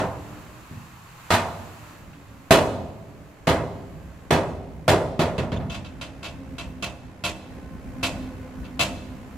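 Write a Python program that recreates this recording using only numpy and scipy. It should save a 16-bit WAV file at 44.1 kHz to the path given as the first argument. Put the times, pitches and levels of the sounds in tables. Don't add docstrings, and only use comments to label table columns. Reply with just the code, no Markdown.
import sys
import numpy as np
from scipy import signal
from scipy.fft import rfft, irfft, next_fast_len
from scipy.io import wavfile
from scipy.ndimage import uniform_filter1d, map_coordinates

SR = 44100
rng = np.random.default_rng(int(sys.argv[2]) if len(sys.argv) > 2 else 0)


def output_pcm(signal):
    pcm = np.clip(np.atleast_2d(signal).T, -1, 1) * 32767
    wavfile.write(sys.argv[1], SR, np.round(pcm).astype(np.int16))


N = 413216

# (frequency [Hz], side over mid [dB])
STEEL_WIDTH = [(60, -13.5), (300, -18.5), (700, -16), (1300, -5.5), (2400, -4.5), (4400, -4), (8000, 1),
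               (15000, 0)]
AIR_WIDTH = [(30, 3), (100, -14), (300, -10.5), (1000, -4), (3000, -2.5), (12000, -1)]
# (frequency [Hz], relative level [dB])
YARD_COLOUR = [(40, -4), (150, 5.5), (600, -10.5), (1500, 1), (4000, -3), (12000, 10.5)]
# (frequency [Hz], t60 [s])
YARD_DECAY = [(80, 1.1), (500, 1.85), (1500, 0.58), (4000, 0.79), (12000, 0.34)]
# (time [s], firing rate [Hz])
ENGINE_SPEED = [(0, 71), (1.1, 83), (2.4, 68.4), (3.2, 73.4), (4.2, 67), (5.8, 62.6), (6.15, 68), (6.7, 65),
                (7.1, 63), (7.8, 65.4), (9.37, 63)]
# (time [s], effort [dB])
EFFORT = [(0, 1.5), (1.0, -17), (2.0, -9), (3.3, -10.5), (4.2, -5.5), (5.6, -4.5), (6.35, -1), (7.1, -5),
          (8.1, 4), (9.37, -2.5)]
# (multiple of the firing rate, relative level [dB])
EXHAUST_THROB = [(1, -13), (1.5, 7.5), (2, 3.5), (2.5, -28), (3, -20)]
BLOCK_DRONE = [(4, -1.5), (4.5, -15.5), (6, -21)]
GEAR_WHINE = [(8, -2), (16, -9.5), (23, -11)]
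# (frequency [Hz], relative density [dB])
RUMBLE_COLOUR = [(20, -28), (45, -1.5), (65, 7), (110, -2), (200, -0.5), (300, -10), (500, -28),
                 (1000, -48.5)]
CLATTER_COLOUR = [(150, 4.5), (380, 3), (700, 0.5), (1100, -6), (1600, -8), (2100, -9.5), (2600, -13),
                  (3400, -20.5), (5000, -23.5), (7200, -24.5), (9300, -31), (11500, -28), (15500, -55)]
HISS_COLOUR = [(400, -30), (750, 7), (1050, 12.5), (1500, 7), (2100, 2), (2650, 3.5), (3300, -3.5),
               (4200, -3.5), (5300, -8.5), (7300, -4), (9300, -14), (11500, -8.5), (15500, -13.5)]
PIN_COLOUR = [(2000, -24), (3100, 1), (3520, 7), (3950, -10), (5500, -24), (6700, -6), (7800, -37),
              (12000, -42)]
# (time [s], level [dB])
HISS_LEVEL = [(0, -50.5), (.9, -50.5), (1.3, -47), (1.9, -49), (2.05, -54.5), (3.3, -59.5), (4.2, -58.5),
              (5.4, -75), (9.37, -58)]
# (time [s], level [dB], length [s])
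SCRAPES = [(5.553, -45, .036), (5.693, -42, .022), (5.743, -43, .018)]
# (frequency [Hz], relative level [dB], t60 [s])
BED_MODES = [(88, -2, .3), (158, 1, .38), (240, -1.5, .35), (398, 0, .55), (440, -7, .45), (518, -1, .5),
             (623, -3, .5), (667, 1, .52), (868, -9, .45), (959, -6, .45), (1086, -11, .45),
             (1191, -11, .45), (1237, -13, .4), (1277, -12, .4), (1369, -13, .4), (1420, -12, .45),
             (1606, -12, .45), (1727, -15, .4), (1914, -13, .4), (2096, -13, .4), (2631, -15, .35),
             (2952, -15, .35), (3347, -17, .3), (3499, -17, .3), (4182, -18, .3)]
HOOK_MODES = [(198.4, -1.5, 0.65), (316, 0, 0.67), (530, -3.5, 0.88), (611, 0.5, 0.56), (686, 6, 0.32),
              (905, 1, 0.47), (998, 7, 0.26), (1090, 8, 0.21), (1200, 2.5, 0.075), (1370, 6.5, 0.12),
              (1434, 5.5, 0.12), (2024, -5.5, 0.36), (2270, 3, 0.12), (2605, 3, 0.29), (2643, 10, 0.092),
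              (2910, -27, 0.15), (3135, 3, 0.086), (3300, -2.5, 0.094), (3960, 1, 0.072), (4710, -2, 0.1),
              (6100, -10, 0.15), (7000, -38, 0.2), (9995, -39, 0.17)]
# (frequency [Hz], relative density [dB])
BED_WASH = [(18, -48), (30, -32), (86, -0.5), (157, -5.5), (319, -5), (394, -6), (461, -6.5), (666, -3),
            (822, -9), (937, -6), (1130, -11), (4080, -20), (5040, -26), (14400, -39.5), (16000, -47)]
HOOK_WASH = [(30, -17), (80, 6.5), (300, -6.5), (700, 1.5), (1400, 0.5), (2100, -0.5), (2650, 2.5),
             (3800, -1.5), (5300, -9), (8000, -11), (9300, -22), (10800, -13), (13000, -23.5), (16000, -31)]
# (frequency [Hz], t60 [s])
STEEL_DECAY = [(60, 1), (200, 0.39), (600, 0.78), (1500, 0.38), (3500, 0.24), (8000, 0.29), (15000, 0.14)]
CROSSOVERS = [250, 760, 2200]
# (level at strength 0 [dB], slope [dB per dB of strength])
CLANK_RESPONSE = [(-36.5, 0.98), (-35.5, 1), (-35.5, 0.87), (-29.5, 1)]
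SLAM_RESPONSE = [(-22, 0.42), (-20.5, 1), (-25.5, 0.87), (-30.5, 1.21)]
# (time [s], strength [dB], contact [s])
CLANKS = [(2.131, -33, 0.0026), (5.192, -7.5, .016), (5.38, -10, 0.0063), (5.518, -17, 0.0069),
          (5.698, -12.5, 0.034), (5.744, -12.5, 0.0071), (5.846, -20, .016), (6.012, -11, 0.013),
          (6.229, -9.5, 0.042), (6.582, -10, 0.021), (6.824, -4, 0.019), (7.238, 0.5, 0.03),
          (8.029, 2, 0.025), (8.642, -24, 0.019), (8.793, 5, 0.032)]
# (time [s], strength [dB], clang [dB], contact [s])
SLAMS = [(-0.08, -0.5, 5.5, 0.01), (0.711, -38, -2, 0.045), (1.304, -4, 9, 0.044), (2.507, 7, 0.5, 0.023),
         (3.47, -0.5, 1.5, 0.029), (4.306, 0, 1, 0.026), (4.879, 3, .5, 0.025), (5.192, -2, -1, 0.031),
         (5.38, -10, -3.5, .008), (5.518, -13.5, -4, 0.011), (5.6, -22.5, -2, 0.013)]


def amp(db):
    return 10 ** (np.asarray(db) / 20)


def unit(x):
    return x / np.sqrt(np.mean(x ** 2) + 1e-20)


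def along(points, hz):
    freqs, values = np.transpose(points)
    return np.interp(np.log(hz + 1), np.log(freqs + 1), values)


def automation(points):
    return np.interp(np.arange(N) / SR, *np.transpose(points))


def follow(drive_db, level_db, slope):
    return level_db + slope * drive_db


def wobble(rate, size=N):
    knots = rng.standard_normal(int(size * rate / SR) + 4)
    coarse = np.arange(0, size, 32)
    return np.interp(np.arange(size), coarse, map_coordinates(knots, [coarse * rate / SR]))


def filtered(x, response):
    size = x.shape[-1]
    padded = next_fast_len(size + 4096)
    return irfft(rfft(x, padded) * response(np.fft.rfftfreq(padded, 1 / SR)), padded)[..., :size]


def noise(colour, width, size=N):
    spread = lambda hz: np.array([np.ones_like(hz), amp(along(width, hz))])
    pair = filtered(rng.standard_normal((2, size)), lambda hz: amp(along(colour, hz)) * spread(hz))
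    return pair / np.std(pair[0])


def dying(x, decay, hold):
    hz, t, spectrum = signal.stft(x, SR, nperseg=256)
    fade = amp(-60 * np.maximum(t - hold, 0) / along(decay, hz)[:, None])
    return signal.istft(spectrum * fade, SR, nperseg=256)[1][:, :x.shape[-1]]


def add(track, time, sound):
    start = round(time * SR)
    part = sound[:, max(-start, 0):N - start]
    track[:, max(start, 0):][:, :part.shape[1]] += part


def steel_comb(depth_db, spacing_hz):
    knots_hz = np.cumsum(spacing_hz * (1 + np.arange(700) / 300))
    peaks = np.clip(rng.standard_normal(len(knots_hz)), -2, 1.5)
    gain = amp(depth_db * peaks * np.minimum(knots_hz / 3500, 1))
    gain /= np.sqrt(uniform_filter1d(gain ** 2, size=12))
    return lambda hz: np.interp(hz, knots_hz, gain)


def yard(x, wet_db, bloom_s):
    size = int(1.4 * SR)
    tail = dying(noise(YARD_COLOUR, AIR_WIDTH, size), YARD_DECAY, hold=0)
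    tail *= 1 - np.exp(-(np.arange(size) / SR / bloom_s) ** 2)
    hz = np.fft.rfftfreq(size, 1 / SR)
    body_gain = np.sqrt(np.mean(abs(rfft(tail[0])[hz < 1000]) ** 2))
    return amp(wet_db) * signal.fftconvolve(x[:1], tail / body_gain, axes=1)[:, :N]


def sand_and_air_hiss():
    return amp(automation(HISS_LEVEL) + 0.52 * wobble(5.66)) * noise(HISS_COLOUR, AIR_WIDTH)


def chassis_rumble(effort_db, landing_s=5.32, shudder_s=0.62):
    jolts = unit(amp(2.8 * wobble(16)))
    rolling = amp(follow(effort_db, level_db=-40.5, slope=.95))
    shudder = amp(-44) * np.exp(-((np.arange(N) / SR - landing_s) / shudder_s) ** 2)
    return (rolling + shudder) * jolts * noise(RUMBLE_COLOUR, AIR_WIDTH)


def diesel_clatter(firing_phase, effort_db):
    level_db = follow(effort_db, level_db=-47.5, slope=0.59) + 0.76 * wobble(9)
    pulse = 1 + 0.31 * np.sin(firing_phase)
    return amp(level_db) * pulse * noise(CLATTER_COLOUR, AIR_WIDTH)


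def diesel_tones(firing_phase, effort_db):
    def stack(orders):
        return unit(sum(amp(db + 4.6 * wobble(24)) * np.sin(order * firing_phase + 0.49 * wobble(30))
                        for order, db in orders))

    throb = amp(follow(effort_db, level_db=-55.5, slope=-0.13)) * stack(EXHAUST_THROB)
    drone = amp(follow(effort_db, level_db=-44, slope=1.47)) * stack(BLOCK_DRONE)
    whine = amp(follow(effort_db, level_db=-54.5, slope=1.04)) * stack(GEAR_WHINE)
    return (throb + drone + whine) * np.array([[1], [-.08]])


def truck():
    effort_db = automation(EFFORT)
    firing_hz = automation(ENGINE_SPEED) * (1 + 0.00513 * wobble(14))
    firing_phase = 2 * np.pi * np.cumsum(firing_hz) / SR
    engine = diesel_tones(firing_phase, effort_db)
    rumble = chassis_rumble(effort_db)
    body_comb = steel_comb(depth_db=3, spacing_hz=25)
    grit = diesel_clatter(firing_phase, effort_db) + sand_and_air_hiss()
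    return engine + rumble + filtered(grit, body_comb)


def hinges():
    track = np.zeros((2, N))
    for time, db, length in SCRAPES:
        size = int(length * SR)
        scrape = noise(PIN_COLOUR, STEEL_WIDTH, SR // 2)[:, :size]
        add(track, time, amp(db) * np.hanning(size) * scrape)
    return track


def steel_ring(modes, t, hold, scatter_db):
    hz, db, t60 = np.transpose(modes)[:, :, None]
    share, detune, phase, pan = rng.standard_normal((4, len(modes), 1))
    gains = amp(db + scatter_db * share)
    fade = amp(-60 * np.maximum(t - hold, 0) / t60)
    partials = np.sin(2 * np.pi * (hz * (1 + .004 * detune) * t + phase))
    partials *= gains * fade / np.linalg.norm(gains)
    side = partials * pan * amp(along(STEEL_WIDTH, hz))
    return np.array([partials.sum(0), side.sum(0)])


def balance_bands(hit, levels_db):
    below = [filtered(hit, lambda hz: 1 / (1 + (hz / corner) ** 12)) for corner in CROSSOVERS]
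    bands = np.diff([0 * hit, *below, hit], axis=0)
    head = int(.06 * SR)
    return sum(amp(db) * band / np.std(band[0, :head]) for db, band in zip(levels_db, bands))


def blow(modes, wash_colour, comb, levels_db, hold, ring_db, attack_s, scatter_db, brighten, sustain,
         crack_db):
    size = int(.55 * SR)
    t = np.arange(size) / SR
    ring = steel_ring(modes, t, hold, scatter_db)
    shelf = [(4000, 0.018), (14000, brighten * (levels_db[-1] + 29.5))]
    wash = filtered(noise(wash_colour, STEEL_WIDTH, size), lambda hz: comb(hz) * amp(along(shelf, hz)))
    wash = dying(wash, np.multiply(STEEL_DECAY, [1, sustain]), hold)
    chatter = amp(1.5 * wobble(200, size) * np.exp(-t / .15))
    crack = amp(crack_db * np.exp(-t / 0.023))
    steel = wash * chatter * crack + amp(ring_db) * ring
    return balance_bands(steel, levels_db) * (1 - np.exp(-t / attack_s))


def tailgate():
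    track = np.zeros((2, N))
    bed_comb = steel_comb(depth_db=4.5, spacing_hz=24)
    hook_comb = steel_comb(depth_db=4.5, spacing_hz=26)
    for time, strength_db, clang_db, contact in SLAMS:
        boom, panel, frame, edge = (follow(strength_db, *band) for band in SLAM_RESPONSE)
        levels_db = [boom, panel, frame + clang_db, edge + clang_db]
        slam = blow(BED_MODES, BED_WASH, bed_comb, levels_db, hold=contact, ring_db=-0.5,
                    attack_s=0.00079, scatter_db=2.5, brighten=0.48, sustain=1.062, crack_db=1.0)
        add(track, time, slam)
    for time, strength_db, contact in CLANKS:
        levels_db = [follow(strength_db, *band) for band in CLANK_RESPONSE]
        clank = blow(HOOK_MODES, HOOK_WASH, hook_comb, levels_db, hold=contact, ring_db=4.0,
                     attack_s=0.00059, scatter_db=0.5, brighten=0.47, sustain=0.86, crack_db=-0.5)
        add(track, time, clank)
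    return track


def scene():
    gate = tailgate() + hinges()
    mid, side = gate + yard(gate, wet_db=-16, bloom_s=0.1) + truck()
    return np.array([mid + side, mid - side]) * amp([[-.55], [.55]])


def record(dry):
    rounded = dry / (1 + np.abs(dry) ** 6) ** (1 / 6)
    return filtered(rounded, lambda hz: 1 / (1 + (hz / 15700) ** 160))


dry = scene()
out = record(dry)
output_pcm(out)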